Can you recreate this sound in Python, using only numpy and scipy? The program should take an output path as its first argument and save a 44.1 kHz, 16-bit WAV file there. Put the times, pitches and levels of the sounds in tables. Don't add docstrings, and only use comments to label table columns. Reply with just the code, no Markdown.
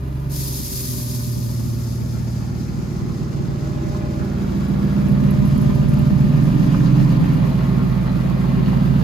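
import sys
import numpy as np
from scipy import signal
from scipy.fft import rfft, irfft, next_fast_len
from scipy.io import wavfile
from scipy.ndimage import uniform_filter1d, minimum_filter1d

SR = 44100
rng = np.random.default_rng(int(sys.argv[2]) if len(sys.argv) > 2 else 0)


def master_out(mix):
    frames = np.transpose(np.atleast_2d(mix))
    ceiling = np.clip(frames, -1, 1)
    pcm = np.round(ceiling * 32767).astype(np.int16)
    wavfile.write(sys.argv[1], SR, pcm)


N = 398223
TIME = np.arange(N) / SR
IDLE_CYCLE_HZ = 7.35

PIPE_ORDER = 27


def exhaust_note(cycle, cycle_hz, near_tail, revs, waver_db=1.2, spread=0.32, echo=0.227, scatter=0.18):
    out = np.zeros((2, N))
    for k, db in order_levels(near_tail, revs):
        height = k / PIPE_ORDER
        db = db + muffler(k * cycle_hz) - muffler(k * IDLE_CYCLE_HZ)
        reflected = echo * rng.normal() + scatter * drift(0.46)
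        shift = firing_phase(k) + height ** 4 * reflected
        phase = 2 * np.pi * k * (cycle % 1) + shift
        apart = spread * np.minimum(height, 1) * (near_tail + 0.59 * rng.normal())
        size = np.sqrt(2) * from_db(db + waver_db * height * drift(2.6))
        out += size * np.cos(np.array([phase - apart, phase + apart], np.float32))
    return out


# [t/s, burble level/dB, growl level/dB]
EXHAUST_LEVELS = [(0, -33.5, -39.5), (0.7, -33.5, -39.5), (2.2, -29.5, -41.5), (3.3, -28.5, -32),
                  (4.4, -26, -32), (4.9, -23, -30), (5.4, -20, -33), (6, -18.5, -33), (6.6, -19, -30),
                  (7.3, -20.5, -32), (8.15, -24, -33.5), (9.03, -19.5, -31.5)]
# [order, level beside the car/dB, level near the tail/dB, lift/dB per firing/s above idle]
BURBLE_ORDERS = [(5, -17.5, -19.0, 1.4), (6, -33.0, -27.0, 0.3), (7, -18.0, -19.5, -0.0),
                 (8, -6.0, -7.0, -1.0), (9, -13.5, -31.0, -0.2), (10, -17.5, -25.5, -0.1),
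                 (11, -3.5, -16.0, -0.8), (12, -28.5, -29.5, -0.1), (13, -14.5, -18.5, 0.8),
                 (14, -20.0, -23.0, 1.7), (15, -21.0, -19.5, 0.6), (16, -1.5, -7.0, 0.9),
                 (17, -30.5, -12.0, 1.0), (18, -24.5, -10.0, 0.4), (19, -6.5, 0.5, -0.3),
                 (20, -12.0, -19.5, 0.7), (21, -4.0, -6.0, 0.7), (22, -17.0, -13.5, -0.5),
                 (23, -18.5, -14.0, 0.4), (24, -11.5, -2.5, -0.4), (25, -17.5, -11.5, 0.8),
                 (26, -18.0, -20.5, -1.0), (27, -6.0, -4.5, -1.4), (28, -18.5, -12.0, -0.9),
                 (29, -13.5, -21.0, -0.4), (30, -12.5, -14.0, -0.6), (31, -22.0, -16.5, -1.0),
                 (32, -8.5, -9.5, 0.2), (33, -8.5, -18.5, -0.1), (34, -19.0, -13.5, -0.3),
                 (35, -20.0, -14.5, 0.4), (36, -23.5, -27.0, -1.1)]
# [order, level beside the car/dB, level near the tail/dB]
GROWL_ORDERS = [(37, -15, -10), (38, -16, -10), (39, -15, -15), (40, -13, -13), (42, -19, -17),
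                (43, -19, -18), (44, -14, -15), (45, -9, -13.5), (46, -22, -22), (47, -18, -18),
                (48, -13, -17), (49, -14, -22), (50, -19, -22), (51, -18, -22), (52, -13, -19),
                (53, -20, -18), (54, -16, -15), (55, -22, -21), (56, -20, -27), (63, -22, -24.5),
                (65, -20, -21)]
# [order, t/s, half-width/s, level/dB]
ORDER_SWELLS = [(8, 0.2, 0.6, 19.0), (11, 3.3, 0.6, -9.5), (15, 1.4, 1, 13.5), (16, 1.6, 0.6, 9.0),
                (17, 1.1, 1, 18.5), (18, 1.5, 1, 21.0), (19, 3.5, 0.6, 6.5), (19, 0.3, 0.2, 9.0),
                (20, 0.6, 1, -20.0), (21, 4.1, 0.35, -19.5), (21, 0.5, 0.6, -14.5), (24, 5.7, 0.6, -17.0),
                (24, 3.4, 0.6, 6.5), (25, 8.5, 1, -20.5), (25, 1.5, 0.2, -26.0), (25, 0.2, 0.35, -18.0),
                (27, 3.6, 0.35, -17.0), (27, 4.9, 0.6, 6.5), (29, 2.4, 1, -24.5), (29, 0.8, 0.2, -19.5),
                (31, 5.1, 0.35, -25.5), (32, 0.2, 0.35, -21.5), (33, 2.9, 1, -27.5), (33, 0.2, 0.6, -22.0),
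                (34, 1.9, 1, 9.5), (35, 5.4, 1, -9.0), (35, 3.7, 0.35, -15.0), (36, 2.7, 1, -25.0),
                (48, 1.69, 0.43, 9), (45, 5, 0.58, 4), (16, .68, .09, -11), (32, 1.1, .25, 5),
                (8, 6.5, .2, -6), (8, 7.05, .12, -12), (16, 7, .15, 5), (8, 5.8, .5, -2.5),
                (55, 7.75, .25, 10), (55, 8.6, .25, 9), (65, 3, .7, 2), (63, 2.6, .6, 3),
                (16, 2.3, .17, 4.5), (16, 4.6, .4, -3.5), (19, 6.45, .3, 2.5), (19, 3.75, .25, 2),
                (8, 3.3, .7, -2), (11, 4.7, .5, 4), (10, 7.1, .5, 5), (45, 4, .5, 4), (48, 4.9, .7, 4),
                (53, 8.3, .9, 4), (37, 6.75, .4, 6), (11, 8.2, .4, -6), (21, 8.1, .6, -3), (32, 8.8, .4, 3),
                (17, 5.4, .7, -5), (20, 6.9, .5, 5)]


def order_levels(near_tail, revs):
    burble_db, growl_db = in_time(EXHAUST_LEVELS)
    levels = []
    for table, level_db in (BURBLE_ORDERS, burble_db), (GROWL_ORDERS, growl_db):
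        for k, *law in table:
            swells_db = sum(swell(*row) for order, *row in ORDER_SWELLS if round(order) == round(k))
            levels.append((round(k), level_db + along_walk(near_tail, revs, *law) + swells_db))
    return levels


# [f/Hz, level/dB]
MUFFLER = [(222, 0.5), (245, 7), (268, -1.5), (296, 7), (322, 2.5), (350, 0.5), (366, -3), (390, 5),
           (408, -2.5), (432, -22), (560, -32)]


def muffler(hz):
    return np.interp(hz, *np.transpose(MUFFLER))


BANK = np.array([1, -1, 1, 1, -1, 1, -1, -1])
# [from t/s, start of the lope in the cycle/ms, far bank lag/ms,
# far bank gain, first echo/ms, first echo gain, second echo/ms, second echo gain]
PLACES = [(0, 88.2, 11.6, 1, 14.6, .9, 40.3, -.7), (.75, 99.9, -10.5, .9, 15.9, -.7, 50.2, .6),
          (2.35, 17, -11.2, 1, 30.7, -.7, 59, .3), (3.1, 73.3, 18.8, .6, 9.9, -.6, 55.2, -.9),
          (4.4, 2.1, 8.9, 1, 31.3, .7, 33.8, -.7), (5.25, 119, -20.4, .6, 26.2, .3, 39.5, -.8),
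          (6.35, 58.5, -8.7, .9, 22.8, .7, 40.4, .7), (7.45, 57.4, 10.6, 1, 19.6, .6, 62.1, .4)]
PLACE_BLEND_S = 0.4


def arrival(k):
    def delayed(ms):
        return np.exp(-2j * np.pi * k * IDLE_CYCLE_HZ * ms / 1000)
    firings = np.exp(-2j * np.pi * k * np.arange(len(BANK)) / len(BANK))
    _, start, lag, far, first, first_gain, second, second_gain = np.transpose(PLACES)
    near_bank = firings[BANK > 0].sum()
    far_bank = far * delayed(lag) * firings[BANK < 0].sum()
    echoes = first_gain * delayed(first) + second_gain * delayed(second)
    return (near_bank + far_bank) * delayed(start) * (1 + echoes)


def firing_phase(k):
    phase = np.unwrap(np.angle(arrival(k) / arrival(len(BANK))))
    edges = [-PLACE_BLEND_S / 2, PLACE_BLEND_S / 2]
    s = np.add.outer(np.array(PLACES)[:, 0], edges).ravel()[1:]
    return np.interp(TIME, s, np.repeat(phase, 2)[:-1])


# [f/Hz, mid level/dB, side level/dB]
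PIPE_COLOUR = [(20, -38, -56), (36, -14, -32), (54, -9, -35), (95, 0, -24), (131, -3.5, 9.5),
               (184, 3.5, 8.5), (232, 1, -7.5), (272, -5, -20), (319, -14.5, 1.5), (385, -11.5, -12),
               (462, -29, -29), (700, -45, -41)]


def uneven_combustion(cycle):
    burble_db, _ = in_time(EXHAUST_LEVELS)
    at = np.flatnonzero(np.diff(np.floor(cycle * len(BANK))))
    jitter = (rng.normal(0, 0.0018, len(at)) * SR).astype(int)
    kicks = np.zeros(N)
    kicks[np.clip(at + jitter, 0, N - 1)] = rng.standard_normal(len(at))
    share = from_db(burble_db - 10.5)
    return share * coloured(workshop(kicks, t60=0.31, wet_db=1.5), PIPE_COLOUR)


# [f/Hz, mid level/dB, side level/dB]
RASP_COLOUR = [(189, -3, -21), (270, 2, -10.5), (330, 2, -7.5), (386, -4, -7), (454, -16.5, -18.5),
               (540, -30, -28)]


def rasp(cycle, share_db=-7.5):
    _, growl_db = in_time(EXHAUST_LEVELS)
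    return from_db(growl_db + share_db) * noise(RASP_COLOUR, puffs(cycle, depth=1.5, uneven=0.79))


def puffs(cycle, depth, uneven):
    firing = cycle * len(BANK)
    strength = 1 + uneven * BANK[firing.astype(int) % len(BANK)]
    return 1 + depth * strength * np.sin(np.pi * firing) ** 4


# [t/s, level/dB]
RUSH_LEVEL = [(0, -51), (0.7, -53.5), (1.3, -51.5), (3.1, -46.5), (4.9, -41), (6.8, -39.5), (9.03, -38)]
RUSH_REV_DB = 0.2735
# [f/Hz, mid level/dB, side level/dB]
RUSH_COLOUR = [(207, -7.5, -19), (422, 3.5, 0.5), (580, 5.5, 10.5), (740, 3, 1), (1046, -0.5, 1.5),
               (1500, -4, -1.5), (2120, -7, -9), (2920, -11, -13.5), (4660, -14, -18), (8000, -73, -55)]


def rush_and_clatter(cycle, revs, rush_share_db=-1.5):
    level_db = in_time(RUSH_LEVEL)[0] + RUSH_REV_DB * revs
    rush = noise(RUSH_COLOUR, puffs(cycle, depth=0.23, uneven=1.0))
    return from_db(level_db) * (from_db(rush_share_db) * rush + clatter(cycle))


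# [f/Hz, width/Hz, lift/dB]
PANEL_MODES = [(790, 40, 2.5), (900, 50, 2), (1050, 90, 2), (1130, 50, 1.5), (1350, 60, 3), (1679, 20, 4.5),
               (2030, 50, 1.5), (2250, 40, 2), (2840, 60, 1.5)]


def clatter(cycle, count=16, pattern_db=1.5, chance_db=1.6):
    at = np.flatnonzero(np.diff(np.floor(cycle * count)))
    valve_db = pattern_db * rng.standard_normal(count)
    strength_db = valve_db[np.arange(len(at)) % count] + chance_db * rng.standard_normal(len(at))
    taps = np.zeros(N)
    taps[at] = from_db(strength_db)
    envelope = signal.lfilter([1], [1, -np.exp(-1 / (0.0026 * SR))], taps + 1e-18)
    rattle = envelope * rng.standard_normal(N)
    return coloured(workshop(rattle, t60=0.12, wet_db=6.5), RUSH_COLOUR, PANEL_MODES)


# [f/Hz, mid level/dB, side level/dB]
HISS_COLOUR = [(1500, -13, -40), (2500, -7.5, -22), (2900, -9.5, -17), (3280, -6, -7.5), (3780, -2.5, -3),
               (4600, -0.5, -5.5), (4750, -1.5, -1.5), (5180, 4.5, -12.5), (5280, -2, 2), (5550, -2, -1.5),
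               (6870, 1, -3.5), (8090, -11, 2), (8700, -53, -35), (10900, -8.5, -5), (13000, -48, -51)]
# [f/Hz, mid level/dB, side level/dB]
SPRAY_COLOUR = [(5000, -22, -19), (8900, -28, 8.5), (9820, -2.5, 2), (11440, 0.5, 1), (12800, 1, -20),
                (13800, 0, -31), (15500, -10, -33)]
# [f/Hz, width/Hz, lift/dB]
WHISTLES = [(4455, 39, 6.5), (4835, 52, 9), (5360, 73, 7), (5900, 56, 5.5), (6320, 38, 6), (7200, 34, 4.5),
            (12400, 90, -1), (12400, 90, 5.5), (12900, 100, 0.5)]
# [t/s, half-width/s, level/dB]
SIZZLE_SWELLS = [(5.6, 0.65, 2.5), (6.82, 0.28, 3)]
# [t/s, half-width/s, level/dB]
SURGES = [(0.77, 0.057, 2), (0.99, 0.027, 1)]
SHUT_S, SHUT_ATTACK_S, SHUT_HOLD_S = 0.29, 0.049, 0.61
HISS_DB, HISS_FALL_DB_PER_S, SPRAY_DB, SPRAY_FALL_DB_PER_S = -38.5, 11, -36.5, 15.5
# (dB beside the car, dB near the tail, dB per firing/s above idle)
HISS_IDLE, SPRAY_IDLE = (-52, -54.5, 0.33), (-62.5, -57, .3)
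OPEN_THROTTLE_DB = -11.5
HISS_LEFT_DB = 1.93


def throttle_air(cycle, near_tail, revs, flutter_db=0.94):
    shut = np.clip((TIME - SHUT_S) / SHUT_ATTACK_S, 0, 1)
    fading = np.maximum(TIME - SHUT_S - SHUT_HOLD_S, 0)
    sizzle_db = along_walk(near_tail, revs, *HISS_IDLE) + sum(swell(*row) for row in SIZZLE_SWELLS)
    sizzle_db = sizzle_db + OPEN_THROTTLE_DB * (1 - shut)
    hiss = np.hypot(shut * from_db(HISS_DB - HISS_FALL_DB_PER_S * fading), from_db(sizzle_db))
    steady_spray = from_db(along_walk(near_tail, revs, *SPRAY_IDLE))
    spray = np.hypot(shut * from_db(SPRAY_DB - SPRAY_FALL_DB_PER_S * fading), steady_spray)
    gusts_db = flutter_db * drift(10.0) + sum(swell(*surge) for surge in SURGES)
    suck = puffs(cycle, depth=0.088, uneven=1.6) * from_db(gusts_db)
    lean = from_db([[HISS_LEFT_DB], [-HISS_LEFT_DB]])
    bright = lean * hiss * noise(HISS_COLOUR, suck, WHISTLES)
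    return bright + spray * noise(SPRAY_COLOUR, suck, WHISTLES)


# [t/s, level before the attack/dB, decay/s]
RUSTLE = [(4.681, -48, .012), (5.085, -53, 0.041), (5.308, -37, 0.004), (5.445, -53, 0.081),
          (5.578, -34.5, 0.0024), (5.615, -50, .025), (5.75, -51, .02), (5.885, -50, 0.03),
          (5.937, -40, .003), (5.988, -44, 0.0088), (6.435, -54, 0.052)]
# [f/Hz, mid level/dB, side level/dB]
RUSTLE_COLOUR = [(6000, -43, -18), (8700, -28, -5), (10270, 13, 19), (13000, 10, -6), (16000, -25, -35)]
# [t/s, level before the attack/dB, f/Hz, decay/s]
KNOCKS = [(6.745, -27.5, 1220, .006), (6.806, -36, 1550, .006), (6.858, -39, 4300, .013),
          (8.133, -36, 950, .005), (8.68, -37, 1900, .009), (8.729, -28, 900, .005),
          (9.008, -33, 1000, .007)]


def handling(grain_db=3.5):
    grain = from_db(grain_db * np.clip(drift(150), -2, 2))
    out = sum(burst(*row) for row in RUSTLE) * noise(RUSTLE_COLOUR, grain)
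    for s, db, hz, decay in KNOCKS:
        knock_colour = [(hz * .55, -16, -18), (hz, 0, -3), (hz * 1.5, -18, -20)]
        out += burst(s, db, decay) * noise(knock_colour)
    return out


def burst(s, db, decay):
    age = np.maximum(TIME - s, 0)
    return from_db(db) * (1 - np.exp(-age / 0.00048)) * np.exp(-np.minimum(age / decay, 40))


# [t/s, half-width/s, level/dB]
BUZZES = [(5.0, .04, -51), (5.28, .05, -50), (7.05, .25, -49)]
BUZZ_HZ = 1030


def buzz():
    level = sum(from_db(db) * swell(s, width, 1) for s, width, db in BUZZES)
    return level * noise([(BUZZ_HZ - 60, -25, -25), (BUZZ_HZ, 0, 0), (BUZZ_HZ + 60, -25, -25)])


HUM_HZ = 560
# [t/s, f/Hz]
WHINE_PITCH = [(0, 607), (2, 606.5), (5, 604), (9.03, 603)]
# [multiple of the blade rate, level/dB]
HUM_PARTIALS = [(3, -11.5), (4, -18.5)]
# [multiple of the blade rate, level/dB]
WHINE_PARTIALS = [(2, -3), (3, -10.5), (4, -11.5)]
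# [t/s, half-width/s, level/dB]
HUM_SWELLS = [(4.15, 0.3, 12.5), (5.15, 0.3, 12), (5.6, .3, 9.5), (6.1, 0.35, 13), (8.1, 1.1, -5)]
# [t/s, half-width/s, level/dB]
WHINE_SWELLS = [(1.3, 0.35, 6), (3.95, 0.55, 13), (5.1, 0.4, 9), (6.1, 0.6, 11), (8.2, .9, -3)]
# (dB beside the car, dB near the tail)
HUM_LEVEL, WHINE_LEVEL, OVERTONE_LEVEL = (-55.5, -54.5), (-55.5, -50.5), (-56, -47.5)


def fans(near_tail):
    whine_hz, = in_time(WHINE_PITCH)
    hum_db = along_walk(near_tail, 0, *HUM_LEVEL) + sum(swell(*row) for row in HUM_SWELLS)
    whine_db = along_walk(near_tail, 0, *WHINE_LEVEL) + sum(swell(*row) for row in WHINE_SWELLS)
    overtone_db = along_walk(near_tail, 0, *OVERTONE_LEVEL)
    overtones = fan(whine_hz, WHINE_PARTIALS, overtone_db) + fan(HUM_HZ, HUM_PARTIALS, overtone_db)
    return fan(HUM_HZ, [(1, 0.0064)], hum_db) + fan(whine_hz, [(1, 0)], whine_db) + overtones


FAN_REFLECTED = 0.35


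def fan(hz, partials, level_db, wander=0.00186):
    turn = 2 * np.pi * np.cumsum(hz * (1 + wander * drift(1.85))) / SR
    out = np.zeros((2, N))
    for k, db in partials:
        c, s = np.cos(round(k) * turn), np.sin(round(k) * turn)
        mid, side = [direct + FAN_REFLECTED * (drift(1.0) * c + drift(1.0) * s) for direct in (c, s)]
        out += from_db(db) * np.array([mid + side, mid - side])
    return from_db(level_db) * out


def workshop(x, t60, wet_db, count=4):
    age = np.arange(SR // 2) / SR
    tails = rng.standard_normal((count, 2, len(age))) * from_db(-60 * age / t60)
    tails /= np.sqrt(np.sum(tails ** 2, axis=2, keepdims=True))
    nearness = np.array([drift(0.38) for _ in tails])
    nearness /= np.sqrt(np.sum(nearness ** 2, axis=0))
    reflections = sum(near * signal.oaconvolve(x[None], tail, axes=1)[:, :N]
                      for near, tail in zip(nearness, tails))
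    mid, side = from_db(wet_db) * reflections
    return np.array([rms_one(mid + x), rms_one(side)])


def noise(colour, gate=1, peaks=()):
    return coloured(rng.standard_normal((2, N)) * gate, colour, peaks)


def coloured(pair, colour, peaks=()):
    hz, *levels = np.transpose(colour)
    size = next_fast_len(N + SR // 4)
    bins = np.arange(size // 2 + 1) * SR / size + 1
    outside = np.maximum(np.log(hz[0] / bins), 0) + np.maximum(np.log(bins / hz[-1]), 0)
    ringing = 1 + sum((from_db(lift) - 1) / (1 + 2j * (bins - centre) / width)
                      for centre, width, lift in peaks)
    shaped = []
    for x, db in zip(pair, levels):
        eq = from_db(np.interp(np.log(bins), np.log(hz), db) - 93 * outside)
        shaped.append(irfft(rfft(x, size) * ringing * eq, size)[:N])
    mid, side = shaped
    return np.array([mid + side, mid - side]) / np.std(mid)


def along_walk(near_tail, revs, beside_db, tail_db, rev_db=0):
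    return beside_db + near_tail * (tail_db - beside_db) + rev_db * revs


def swell(s, width, db):
    return db * np.exp(-((TIME - s) / width) ** 2)


def drift(rate):
    r = np.exp(-200 * np.pi * rate / SR)
    slow = signal.lfilter([1], [1, -2 * r, r * r], rng.standard_normal(N // 100 + 1002))[1000:]
    return np.interp(np.arange(N) / 100, np.arange(len(slow)), rms_one(slow))


def in_time(rows):
    s, *columns = np.transpose(rows)
    return [np.interp(TIME, s, c) for c in columns]


def rms_one(x):
    return x / np.sqrt(np.mean(x ** 2) + 1e-20)


def from_db(db):
    return 10 ** (np.asarray(db) / 20)


# [t/s, firing rate/(firings/s)]
SPEED = [(0.0, 64.9), (0.25, 69.16), (0.6, 65.12), (1.0, 61.13), (1.75, 58.28), (2.05, 59.06), (3.0, 58.75),
         (3.35, 58.06), (4.4, 58.27), (4.8, 58.8), (6.2, 58.57), (6.5, 63.42), (6.8, 63.77), (7.0, 66.59),
         (7.25, 64.45), (7.6, 57.49), (7.95, 55.83), (9.03, 57.92)]
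# [t/s, place from 0 beside the car to 1 near the tail]
WALK = [(0, 0), (3.9, 0.067), (5.0, 0.88), (9.03, 1)]
BOOM_RIGHT_DB, BOOM_RIGHT_TAIL_DB = 0.74, 2


def scene():
    cycle_hz = in_time(SPEED)[0] / len(BANK)
    revs = (cycle_hz - IDLE_CYCLE_HZ) * len(BANK)
    near_tail, = in_time(WALK)
    cycle = np.cumsum(cycle_hz) / SR
    exhaust = exhaust_note(cycle, cycle_hz, near_tail, revs) + uneven_combustion(cycle) + rasp(cycle)
    boom_band = signal.butter(2, [85, 250], "band", fs=SR, output="sos")
    boom = signal.sosfiltfilt(boom_band, exhaust)
    right_db = along_walk(near_tail, 0, BOOM_RIGHT_DB, BOOM_RIGHT_TAIL_DB)
    exhaust = exhaust + boom * (from_db([-right_db, right_db]) - 1)
    engine = exhaust + rush_and_clatter(cycle, revs) + throttle_air(cycle, near_tail, revs)
    return engine + handling() + buzz() + fans(near_tail)


CEILING, LIMITER_S, CUTOFF_HZ = 0.72, 0.04, 15700


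def record(dry):
    size = int(LIMITER_S * SR)
    gain = CEILING / np.maximum(np.abs(dry).max(axis=0), CEILING)
    gain = uniform_filter1d(minimum_filter1d(gain, size), size)
    top_cut = signal.ellip(10, .1, 80, CUTOFF_HZ, fs=SR, output="sos")
    return signal.sosfilt(top_cut, dry * gain)


dry = scene()
out = record(dry)
master_out(out)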